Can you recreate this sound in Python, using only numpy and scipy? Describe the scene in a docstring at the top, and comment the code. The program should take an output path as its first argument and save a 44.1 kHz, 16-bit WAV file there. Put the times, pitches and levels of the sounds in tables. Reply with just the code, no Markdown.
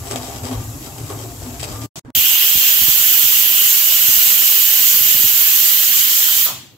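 """Peanuts in a pan, then a steaming cooker

A spatula pushes roasting peanuts round a thin metal pan on a gas stove: knocks, scrapes and ticks ring the pan's
resonances, over shaped flame noise. The sound drops out, stutters twice, and returns beside a pressure cooker.
Steam, made of shaped noise, roars and sizzles until the weight falls shut, bounces and rattles.
It is heard through a phone's two unlike microphone ports; the right one faces the jet and is buffeted by it."""
import sys
import numpy as np
from scipy import signal
from scipy.fft import rfft, irfft, next_fast_len
from scipy.io import wavfile
from scipy.ndimage import uniform_filter1d, map_coordinates

SR = 44100
rng = np.random.default_rng(int(sys.argv[2]) if len(sys.argv) > 2 else 0)


def inscribe(sig):
    """Save sig as 16-bit PCM at rate SR to the path in sys.argv[1].

    A 1-D sig is mono; a 2-D sig holds one channel per row.
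    Samples are clipped to [-1, 1] before scaling.
    """
    pcm = np.round(np.clip(np.atleast_2d(sig).T, -1, 1) * 32767)
    wavfile.write(sys.argv[1], SR, pcm.astype(np.int16))


N = 298557  # length in samples
PAN_ENDS_S, SHUT_S = 1.9, 6.463  # the pan and flame stop; the weight falls shut


def amp(db):
    """Turn decibels into a plain multiplier."""
    return 10 ** (np.asarray(db) / 20)


def unit(x):
    """Scale a sound to an rms of 1."""
    return x / np.sqrt(np.mean(x ** 2) + 1e-20)


def along(points, hz):
    """Read a curve of (Hz, value) points on a log frequency axis."""
    f, v = np.transpose(points)
    return np.interp(np.log(hz + 1), np.log(f + 1), v)


def gains(rows):
    """One gain per sample for each dB column after the time, silent outside the table."""
    s, *columns = np.transpose(rows)
    t = np.arange(N) / SR
    return [amp(np.interp(t, s, c, left=-150, right=-150)) for c in columns]


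def wobble(rate):
    """A smooth random curve through rate random points a second."""
    points = rng.standard_normal(int(N * rate / SR) + 4)
    return map_coordinates(points, [np.arange(N) * rate / SR])


def filtered(x, response):
    """Shape x by a gain, possibly complex, for each frequency."""
    m = next_fast_len(N + SR // 2)
    return irfft(rfft(x, m) * response(np.fft.rfftfreq(m, 1 / SR)), m)[..., :N]


def body(modes):
    """A few resonances of an object, as a causal response; rows are (Hz, width Hz, dB)."""
    def response(f):
        total = 0
        for k, (c, w, db) in enumerate(modes):
            total = total + (-1) ** k * amp(db) * 1j * f * w / (c * c - f * f + 1j * f * w)
        return total
    return response


def paired(a, b, alike):
    """Left and right mixed from two unrelated signals, as alike as the table says."""
    def mix(hz):
        turn = np.arccos(np.clip(along(alike, hz), -1, 1)) / 2
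        return np.array([np.cos(turn), np.sin(turn)])
    mid, side = filtered(np.array([a, b]), mix)
    return np.array([mid + side, mid - side])


def rush(spectrum, alike, patchy_db, length=6):
    """Stereo noise of rms 1 with narrow streaks of random gain, length frames long."""
    z = signal.stft(rng.standard_normal((2, N)), nperseg=512)[2]
    streaks = uniform_filter1d(rng.standard_normal(z.shape[1:]), size=round(length), axis=1)
    a, b = signal.istft(z * amp(patchy_db * unit(streaks)), nperseg=512)[1][:, :N]
    return unit(filtered(paired(a, b, alike), lambda hz: amp(along(spectrum, hz))))


def taps(per_second, spread_db):
    """Sparse tiny impacts of uneven size, one set for each of two signals."""
    hit = rng.random((2, N)) < per_second / SR
    size = amp(spread_db * np.minimum(rng.exponential(size=(2, N)), 4))
    return unit(hit * rng.standard_normal((2, N)) * size)


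def swells(start, hold, db, rise, fall):
    """Gain of events that build at rise dB per s, hold, and die at fall dB per s; their powers add."""
    t = np.arange(0, N / SR, .001)
    power = 0
    for s, h, d in zip(start, hold, db):
        level_db = d - rise * np.maximum(s - t, 0) - fall * np.maximum(t - s - h, 0)
        power = power + amp(2 * level_db)
    return np.interp(np.arange(N) / SR, t, np.sqrt(power))


def wavering(rows, rise, fall, drift):
    """A mode kept ringing by a rolling load: a tone whose pitch wanders round that of each swell."""
    s, hold, hz, db = np.transpose(rows)
    pitch = np.interp(np.arange(N) / SR, s + hold / 2, hz) * (1 + drift * wobble(24.93))
    tone = np.sqrt(2) * np.sin(2 * np.pi * np.cumsum(pitch) / SR)
    return swells(s, hold, db, rise, fall) * amp(0.79 * wobble(59.7)) * tone


# how the quiet kitchen's loudness changes: t/s, level/dB
ROOM_LEVEL = [(1.9, -34), (2.02, -30.5), (2.03, -34.5), (2.2, -38.5), (2.3, -49.5), (6.45, -51),
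              (6.53, -40), (6.6, -46), (6.77, -52)]
# tone of the kitchen noise: f/Hz, level/dB (per Hz)
ROOM_TONE = [(20, -29), (45, -19), (80, -13), (110, -1.5), (160, -10.5), (200, -13.5), (280, -9),
             (450, -21.5), (1000, -23.5), (3000, -45), (16000, -71)]
# how alike left and right are, also for the layers below: f/Hz, likeness (1 = the same)
LIKENESS = [(60, 0.99), (290, 0.82), (640, 0.58), (1400, 0.047), (9000, 0.35), (15000, 0.81)]


def kitchen():
    """The quiet background: shaped noise, mostly low, that follows a level curve."""
    return gains(ROOM_LEVEL)[0] * rush(ROOM_TONE, LIKENESS, patchy_db=4.5)


# low roar of the gas flame: f/Hz, level/dB (per Hz)
FLAME_ROAR = [(20, -40), (45, -9.5), (80, -4.5), (120, -3.5), (145, -6.5), (180, -19.5), (300, -11.5),
              (500, -34.5)]
# hiss of the gas flame: f/Hz, level/dB (per Hz)
FLAME_HISS = [(710, -28), (1200, -15), (1660, -29), (3070, -5), (4500, -3), (7670, 10), (8640, -7),
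              (12500, 6), (13700, 4), (15800, -24)]


def flame():
    """Burning gas: a low roar and a gently swaying hiss, both shaped noise."""
    hiss = amp(.8 * wobble(9)) * rush(FLAME_HISS, LIKENESS, patchy_db=1.5, length=5)
    return amp(-40.5) * hiss + amp(-33.0) * rush(FLAME_ROAR, LIKENESS, patchy_db=6.0)


# the load presses and the stove top hums: arrives t/s, holds t/s, pitch f/Hz, level/dB
STOVE_HUMS = [(0.0, 0.21, 104.9, -35.5), (0.54, 0.07, 110.7, -25.5), (0.66, 0.052, 108.8, -29),
              (0.76, 0.047, 125.3, -40), (0.995, 0.048, 112.4, -33), (1.125, 0.18, 109.2, -32.5),
              (1.393, 0.013, 125.2, -33), (1.505, 0.024, 109.1, -32), (1.62, 0.039, 124.1, -35),
              (1.76, 0.14, 105.3, -31.5)]


def stove_top():
    """The pressed stove top hums: a low tone that swells and wavers."""
    return wavering(STOVE_HUMS, rise=280, fall=610, drift=0.0615)  # dB per s, dB per s, share of the pitch


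# the heap of nuts shifts and the bowl rings: arrives t/s, holds t/s, pitch f/Hz, level/dB
BOWL_RINGS = [(0.046, .01, 256, -38.5), (0.164, 0.089, 251, -36.5), (0.452, 0.0046, 254, -29.5),
              (0.52, 0.0035, 249, -21.5), (0.58, 0.18, 256, -43), (1.02, 0.0088, 274, -38),
              (1.18, 0.1, 258, -47), (1.472, 0.018, 255, -31), (1.53, 0.022, 259, -39),
              (1.8, .02, 257, -35.5)]


def bowl():
    """The heap of nuts shifts and keeps the bowl ringing: a wavering tone that swells."""
    return wavering(BOWL_RINGS, rise=490, fall=570, drift=0.027)


# a mode sings under the dragging blade or rolling heap: arrives t/s, holds t/s, pitch f/Hz, level/dB
SUNG_MODES = [(0.01, .05, 1190, -50), (0.111, .07, 405, -44), (0.11, 0.018, 1190, -45),
              (0.27, 0.064, 790, -44), (0.281, .06, 1100, -50), (0.287, 0.034, 690, -46),
              (0.309, .08, 405, -51), (0.48, .015, 690, -46), (0.52, .03, 1120, -44),
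              (0.599, .03, 1200, -49), (0.696, 0.046, 690, -51), (0.87, .015, 800, -46),
              (0.982, .04, 405, -43), (1.106, .035, 1100, -44), (1.115, .05, 400, -42),
              (1.192, .04, 3100, -54), (1.207, .04, 560, -50), (1.241, .06, 370, -41.5),
              (1.256, 0.083, 700, -48), (1.459, .11, 700, -49.5), (1.638, .025, 430, -41),
              (1.694, .03, 590, -50), (1.76, 0.095, 1193, -43), (1.79, 0.057, 650, -51)]
SING_RISE, SING_FALL = 620, 430  # dB per s
SING_DRIFT, FLUTTER_DB = .008, 2.3  # share of the pitch; dB


def singing():
    """Pan modes kept sounding by rubbing: nearly steady tones that swell, flutter and die."""
    out, lead = np.zeros(N), SR // 10
    drift, flutter = wobble(30), wobble(50)
    for s, hold, hz, db in SUNG_MODES:
        span = slice(max(round(s * SR) - lead, 0), round((s + hold) * SR) + 2 * lead)
        t = np.arange(N)[span] / SR
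        level_db = db - SING_RISE * np.maximum(s - t, 0) - SING_FALL * np.maximum(t - s - hold, 0)
        level_db = level_db + FLUTTER_DB * np.roll(flutter, rng.integers(N))[span]
        pitch = hz * (1 + SING_DRIFT * np.roll(drift, rng.integers(N))[span])
        out[span] += amp(level_db) * np.sqrt(2) * np.sin(2 * np.pi * np.cumsum(pitch) / SR)
    return out


# low resonances of the pan, also rung by the knocks: f/Hz, width f/Hz, level/dB
LOW_MODES = [(253, 22, -4), (300, 30, -8), (405, 22, -3), (500, 40, -9), (600, 35, -11), (690, 35, -6),
             (780, 40, -11), (890, 50, -12), (1090, 40, -13), (1190, 60, -14)]


def scraping():
    """Grit under the blade; as the blade travels, different modes of the pan take the sound up."""
    grit = paired(*taps(4000, spread_db=.8), LIKENESS)
    modes = 0
    for mode in LOW_MODES[1:]:
        modes = modes + amp(4.5 * wobble(8.25)) * filtered(grit, body([mode]))
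    rasp = filtered(grit, lambda hz: amp(-8.0) * (hz > 300) / (1 + (hz / 1200) ** 4))
    return unit(modes + rasp)


# high resonances of the pan, also rung by the knocks: f/Hz, width f/Hz, level/dB
HIGH_MODES = [(2600, 650, -7.5), (3190, 126, 0), (3800, 140, -4.5), (4840, 430, -2.5), (5560, 540, -4.5),
              (6750, 360, -4.5), (7800, 350, 3.5)]


def rattling():
    """Nuts tick densely on the pan; as the heap shifts, different high modes take the sound up."""
    ticks = amp(1.3 * wobble(45)) * taps(2200, spread_db=1.1)
    modes = 0
    for mode in HIGH_MODES:
        modes = modes + amp(3 * wobble(13.6)) * filtered(ticks, body([mode]))
    patter = filtered(ticks, lambda hz: amp(-4) * (hz > 1400) / (1 + (hz / 9000) ** 4))
    return unit(modes + patter)


# strokes of the blade: arrives t/s, holds t/s, blade scrape level/dB, nut rattle level/dB
BLADE_STROKES = [(0.054, 0.034, -46, -41), (0.11, 0.023, -31, -32.5), (0.16, .015, -34, -32),
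                 (0.214, 0.16, -40.5, -39.5), (0.437, 0.05, -36.5, -37), (0.512, 0.03, -34, -38),
                 (0.58, 0.034, -47, -48), (0.83, 0.044, -55.5, -40), (0.981, 0.013, -54, -39),
                 (1.0, .035, -51, -47.5), (1.063, .015, -56, -40), (1.101, 0.015, -34, -40),
                 (1.18, 0.058, -50, -46), (1.43, .07, -54, -45.5), (1.534, 0.02, -60, -48),
                 (1.602, 0.0094, -69, -34.5), (1.63, 0.013, -37.5, -31.5), (1.676, 0.1, -41.5, -41),
                 (1.818, 0.022, -46, -37.5)]
SCRAPE_REST_DB, RATTLE_REST_DB = -42.5, -49  # steady level added under the strokes


def stirring():
    """Blade and nuts rub the pan in strokes and keep its modes, the bowl and the stove top sounding."""
    s, hold, scrape_db, rattle_db = np.transpose(BLADE_STROKES)
    scrape = swells(s, hold, scrape_db, rise=1500, fall=220) + amp(SCRAPE_REST_DB)
    rattle = swells(s, hold, rattle_db, rise=1800, fall=440) + amp(RATTLE_REST_DB)
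    rings = stove_top() + bowl() + singing()
    return rings + scrape * scraping() + rattle * rattling()


def struck(modes, rise, t):
    """Modes of the pan after one blow: dying tones, each of uneven strength and random sign."""
    total = 0
    for hz, w, db in modes:
        strength = rng.choice([-1, 1]) * amp(db + rng.normal(0, 2))
        total = total + strength * np.exp(-np.pi * w * t) * np.sin(2 * np.pi * hz * t)
    return total * (1 - np.exp(-t / rise))


# knocks of blade and nuts on the pan: t/s, then relative click level/dB, thud level/dB, rebound level/dB
PAN_KNOCKS = [(0.071, -17, -38, -36), (0.1106, -19, -28, -25), (0.1592, -7.5, -28, -13),
              (0.282, -29, -26, -27), (0.361, -18, -31, -38), (0.441, -28, -30, -25),
              (0.5135, -18, -22, -30), (0.529, -17, -34, -36), (0.817, -27, -46, -34),
              (0.869, -25, -31, -32), (0.89, -25, -40, -40), (0.983, -18, -29, -32), (1.064, -28, -40, -40),
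              (1.099, -20, -24.5, -33), (1.19, -28, -33, -40), (1.25, -32, -29, -30),
              (1.467, -32, -31, -28), (1.421, -32, -36, -27), (1.597, -17, -47, -44), (1.72, -24, -40, -40),
              (1.6305, -12, -41, -19), (1.642, -16, -40, -30)]


def knocks():
    """Each knock is one blow and a short chatter that ring the pan's modes unevenly."""
    t, out = np.arange(3000) / SR, np.zeros((2, N + 3000))
    for s, click_db, thud_db, rebound_db in PAN_KNOCKS:
        # noise that dies in two stages, each time being a fall of 60 dB
        chatter = rng.standard_normal((2, len(t))) * (amp(-60 * t / 0.0047) + 0.22 * amp(-60 * t / 0.044))
        click = amp(click_db) * (.15 * struck(HIGH_MODES, .0001, t) + .3 * chatter)
        rebound = np.sin(2 * np.pi * 690 * t) * amp(rebound_db - 60 * t / 0.01)  # the blade's stiff edge
        thud = amp(thud_db) * struck(LOW_MODES, 0.0036, t)
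        start = round(s * SR)
        out[:, start:start + len(t)] += (click + rebound + thud) * amp([[1.5], [-1.5]])  # left, right dB
    return out[:, :N]


# resonances of the cooker's lid: f/Hz, width f/Hz, level/dB
LID_MODES = [(600, 280, -5), (860, 190, 2.5), (1100, 400, 1), (1410, 270, -3.5)]
# the weight lands and bounces: t/s, relative level/dB
WEIGHT_LANDINGS = [(6.464, -21), (6.49, -29), (6.528, -27)]


def weight():
    """The weight lands on the vent, bounces and rattles on the lid before it settles."""
    gain = swells([SHUT_S], [0.025], [-31], rise=0, fall=180)  # holds s, level dB, then dB per s
    gain = (np.arange(N) > SHUT_S * SR) * gain
    rattle = unit(filtered(paired(*rng.standard_normal((2, N)), LIKENESS), body(LID_MODES)))
    blows = np.zeros(N)
    for s, db in WEIGHT_LANDINGS:
        blows[round(s * SR)] = amp(db + 26)
    return gain * rattle + filtered(blows, body(LID_MODES))


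# larger steam puffs that hit the right port: t/s, relative level/dB
STEAM_PUFFS = [(2.173, -21), (2.554, -19), (2.782, -34), (2.817, -20.5), (2.836, -31), (2.883, -18.5),
               (3, -30), (3.239, -26), (3.618, -31), (4.084, -21), (4.173, -30), (4.803, -33), (5.01, -27),
               (5.148, -23), (5.198, -27), (5.24, -21)]


def puffs():
    """Air pushes on the right membrane, which swings back ever more slowly; small puffs keep coming."""
    push = amp(-29.5) * taps(80, spread_db=-6.0)[0] * gains([(2.15, 0), (6.46, 0.0054)])[0]
    for s, db in STEAM_PUFFS:
        # three pushes of random direction, close together
        at = round(s * SR) + np.array([0, rng.integers(250, 600), rng.integers(600, 1100)])
        push[at] += amp(db + 44.5) * rng.choice([-1, 1], 3) * [.85, .45, .35]

    def membrane(hz):
        # the vent behind the membrane delays the lowest frequencies most
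        delay = 1 - 2 * body([(55, 60, 0)])(hz)
        return body([(90, 140, 0)])(hz) / (1 + 1j * hz / 600) ** 2 * delay
    return filtered(push, membrane) * np.array([[.05], [1]])  # left, right


# core of the cavity's noise, before its pitch slides: f/Hz, level/dB (per Hz)
CAVITY_CORE = [(2700, -26.5), (2950, -1.5), (3080, -1), (3210, -5.5), (3460, -23)]
# its broad skirt, before its pitch slides: f/Hz, level/dB (per Hz)
CAVITY_SKIRT = [(1900, -26), (2450, -10), (2800, -1), (3200, 0), (3500, -7), (4300, -24)]
CAVITY_HZ = 3080  # pitch at which core and skirt are not shifted


def cavity(s, pitch, core_db, skirt_db):
    """The cavity under the weight colours the roar; its pitch slides and its width breathes."""
    t = np.arange(N) / SR
    core = rush(CAVITY_CORE, [(100, 0.24)], patchy_db=3, length=6)
    skirt = rush(CAVITY_SKIRT, [(100, 0.24)], patchy_db=3, length=6)
    both = core * amp(np.interp(t, s, core_db) + 1.5 * wobble(7))
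    both = both + skirt * amp(np.interp(t, s, skirt_db) + .6 * wobble(6))
    slide = np.exp(2j * np.pi * np.cumsum(np.interp(t, s, pitch) - CAVITY_HZ) / SR)
    return np.real(signal.hilbert(both, next_fast_len(N))[:, :N] * slide)


# venting, relative levels: t/s, roar level/dB, sizzle level/dB, cavity pitch f/Hz,
# its narrow core level/dB, its broad skirt level/dB (both on top of the roar)
VENTING = [(2.147, -21, -12.5, 3120, -14, -4), (2.3, -20, -13.5, 3080, -11, -4),
           (2.65, -20, -12.5, 3050, -11, -5), (2.9, -20, -12, 3150, -11, -8),
           (3.5, -20.5, -12, 3060, -11, -5), (4.0, -20, -12, 3000, -9, -10), (4.4, -20, -12, 3020, -10, -9),
           (4.8, -19.5, -11.5, 3060, -11, -10), (5.4, -20, -11.5, 3000, -11, -11),
           (5.9, -20, -13.5, 3110, -11, -12), (6.41, -20, -13.5, 3200, -9, -9),
           (6.44, -22.5, -14, 3280, -13, -13)]
# steam heard off the walls and lid: f/Hz, level/dB (per Hz)
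ROAR_TONE = [(40, -27), (300, -19.5), (1000, -13), (1500, -7), (2300, -3), (3100, 0), (3900, 0.5),
             (5500, 0), (6700, 3.5), (7700, 4.5), (8700, -5), (10000, -6), (16000, -11)]
# steam heard straight from the vent: f/Hz, level/dB (per Hz)
SIZZLE_TONE = [(7000, -45), (9000, -53), (10500, -13), (12000, -3.5), (13300, 1), (14300, 1), (14700, 3),
               (15900, -6.5)]
# faint hiss before the vent opens: t/s, level/dB
LEAK_LEVEL = [(1.9, -29.5), (2.02, -36), (2.03, -58), (2.14, -67)]
# once the weight is down the kitchen rings out, in dB per s; the last two fall faster than the roar by this much
ROAR_FALL, JET_FALL, CAVITY_FALL, TREBLE_FALL = 104, 230, 17, 45
JET_DROP_DB, JET_REST_DB = -4.5, -63  # sudden drop at the shut; relative level where the jet rests
SWAY_DB, TREBLE_FLICKER_DB = .15, 1.1


def steam():
    """The roar arrives from all sides; the jet's sizzle comes straight, mostly into the right port."""
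    s, roar_db, jet_db, pitch, core_db, skirt_db = np.transpose(VENTING)
    t = np.arange(N) / SR
    shut = np.maximum(t - SHUT_S, 0)  # seconds since the weight fell
    is_open = t > s[0]
    flow_db = SWAY_DB * (wobble(4.51) + 2.0 * wobble(12.0))
    roar_gain = is_open * amp(np.interp(t, s, roar_db) - ROAR_FALL * shut)
    jet_level_db = np.interp(t, s, jet_db) + JET_DROP_DB * (shut > 0) - JET_FALL * shut
    jet_gain = is_open * (amp(jet_level_db) + amp(JET_REST_DB))

    wide = rush(ROAR_TONE, [(100, 0.07)], patchy_db=3, length=4)
    dull = filtered(wide, lambda hz: 1 / (1 + (hz / 5000) ** 6))
    treble = (wide - dull) * amp(TREBLE_FLICKER_DB * wobble(16) - TREBLE_FALL * shut)
    wide = dull + treble
    coloured = wide + amp(-CAVITY_FALL * shut) * cavity(s, pitch, core_db, skirt_db)
    roar = coloured * roar_gain * amp(2.5 + flow_db)
    leak = wide * gains(LEAK_LEVEL)[0]

    jet = rush(SIZZLE_TONE, [(9000, 0.36), (11000, 1.0), (14000, 0.95)], patchy_db=1.7, length=5)
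    jet = jet * jet_gain * amp(flow_db)
    return roar + leak + jet * amp([[-4], [2.5]])  # left, right dB


def scene():
    """Add up all layers; the flame and the stirring end together, a little louder on the left."""
    at_pan = np.arange(N) < PAN_ENDS_S * SR
    pan = at_pan * (flame() + stirring()) * amp([[1.2], [-1.2]])
    return kitchen() + pan + knocks() + weight() + puffs() + steam()


# the sound drops out: out t/s, back t/s, first step level/dB, linger t/s, climb back (dB per s)
SILENCES = [(1.86, 1.9573, -7.5, 0.03, 29997), (1.995, 2.049, -18, 0.018, 2100),
            (2.104, 2.15, -11, .017, 7000)]
FADE_DB_PER_S, PLUNGE_DB_PER_S = 1098, 4500  # fall from the start; extra fall after lingering
BEFORE_RETURN_DB = -26  # end of the climb, just before full level


def dropouts():
    """Each drop-out steps down, lingers, plunges to near silence and climbs just before it ends."""
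    t, gain = np.arange(N) / SR, np.ones(N)
    for out, back, step_db, linger, climb in SILENCES:
        going = step_db - FADE_DB_PER_S * (t - out) - PLUNGE_DB_PER_S * np.maximum(t - out - linger, 0)
        coming = BEFORE_RETURN_DB - climb * (back - t)
        gap = amp(np.minimum(np.maximum(going, coming), 0))
        gain = np.where((t > out) & (t < back), gap, gain)
    return gain


# unlike colour of the two ports: f/Hz, left over right level/dB
PORT_COLOUR = [(60, -0.5), (1000, -0.5), (3300, 2.5), (7500, 3.5), (8500, -1.5), (9300, -6.5), (11000, -7),
               (15000, -1.5)]
TOP_HZ, EDGE_HZ = 15760, 25  # band limit and how gradual its edge is


def record(dry):
    """Each port has its own colour; loud peaks round off; the treble stops at the band limit."""
    halves = np.array([[.5], [-.5]])  # half the difference to each side
    ports = filtered(dry, lambda hz: amp(along(PORT_COLOUR, hz) * halves))
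    clipped = ports / (1 + np.abs(ports) ** 5) ** (1 / 5)
    return filtered(clipped * dropouts(), lambda hz: (1 - np.tanh((hz - TOP_HZ) / EDGE_HZ)) / 2)


dry = scene()
out = record(dry)
inscribe(out)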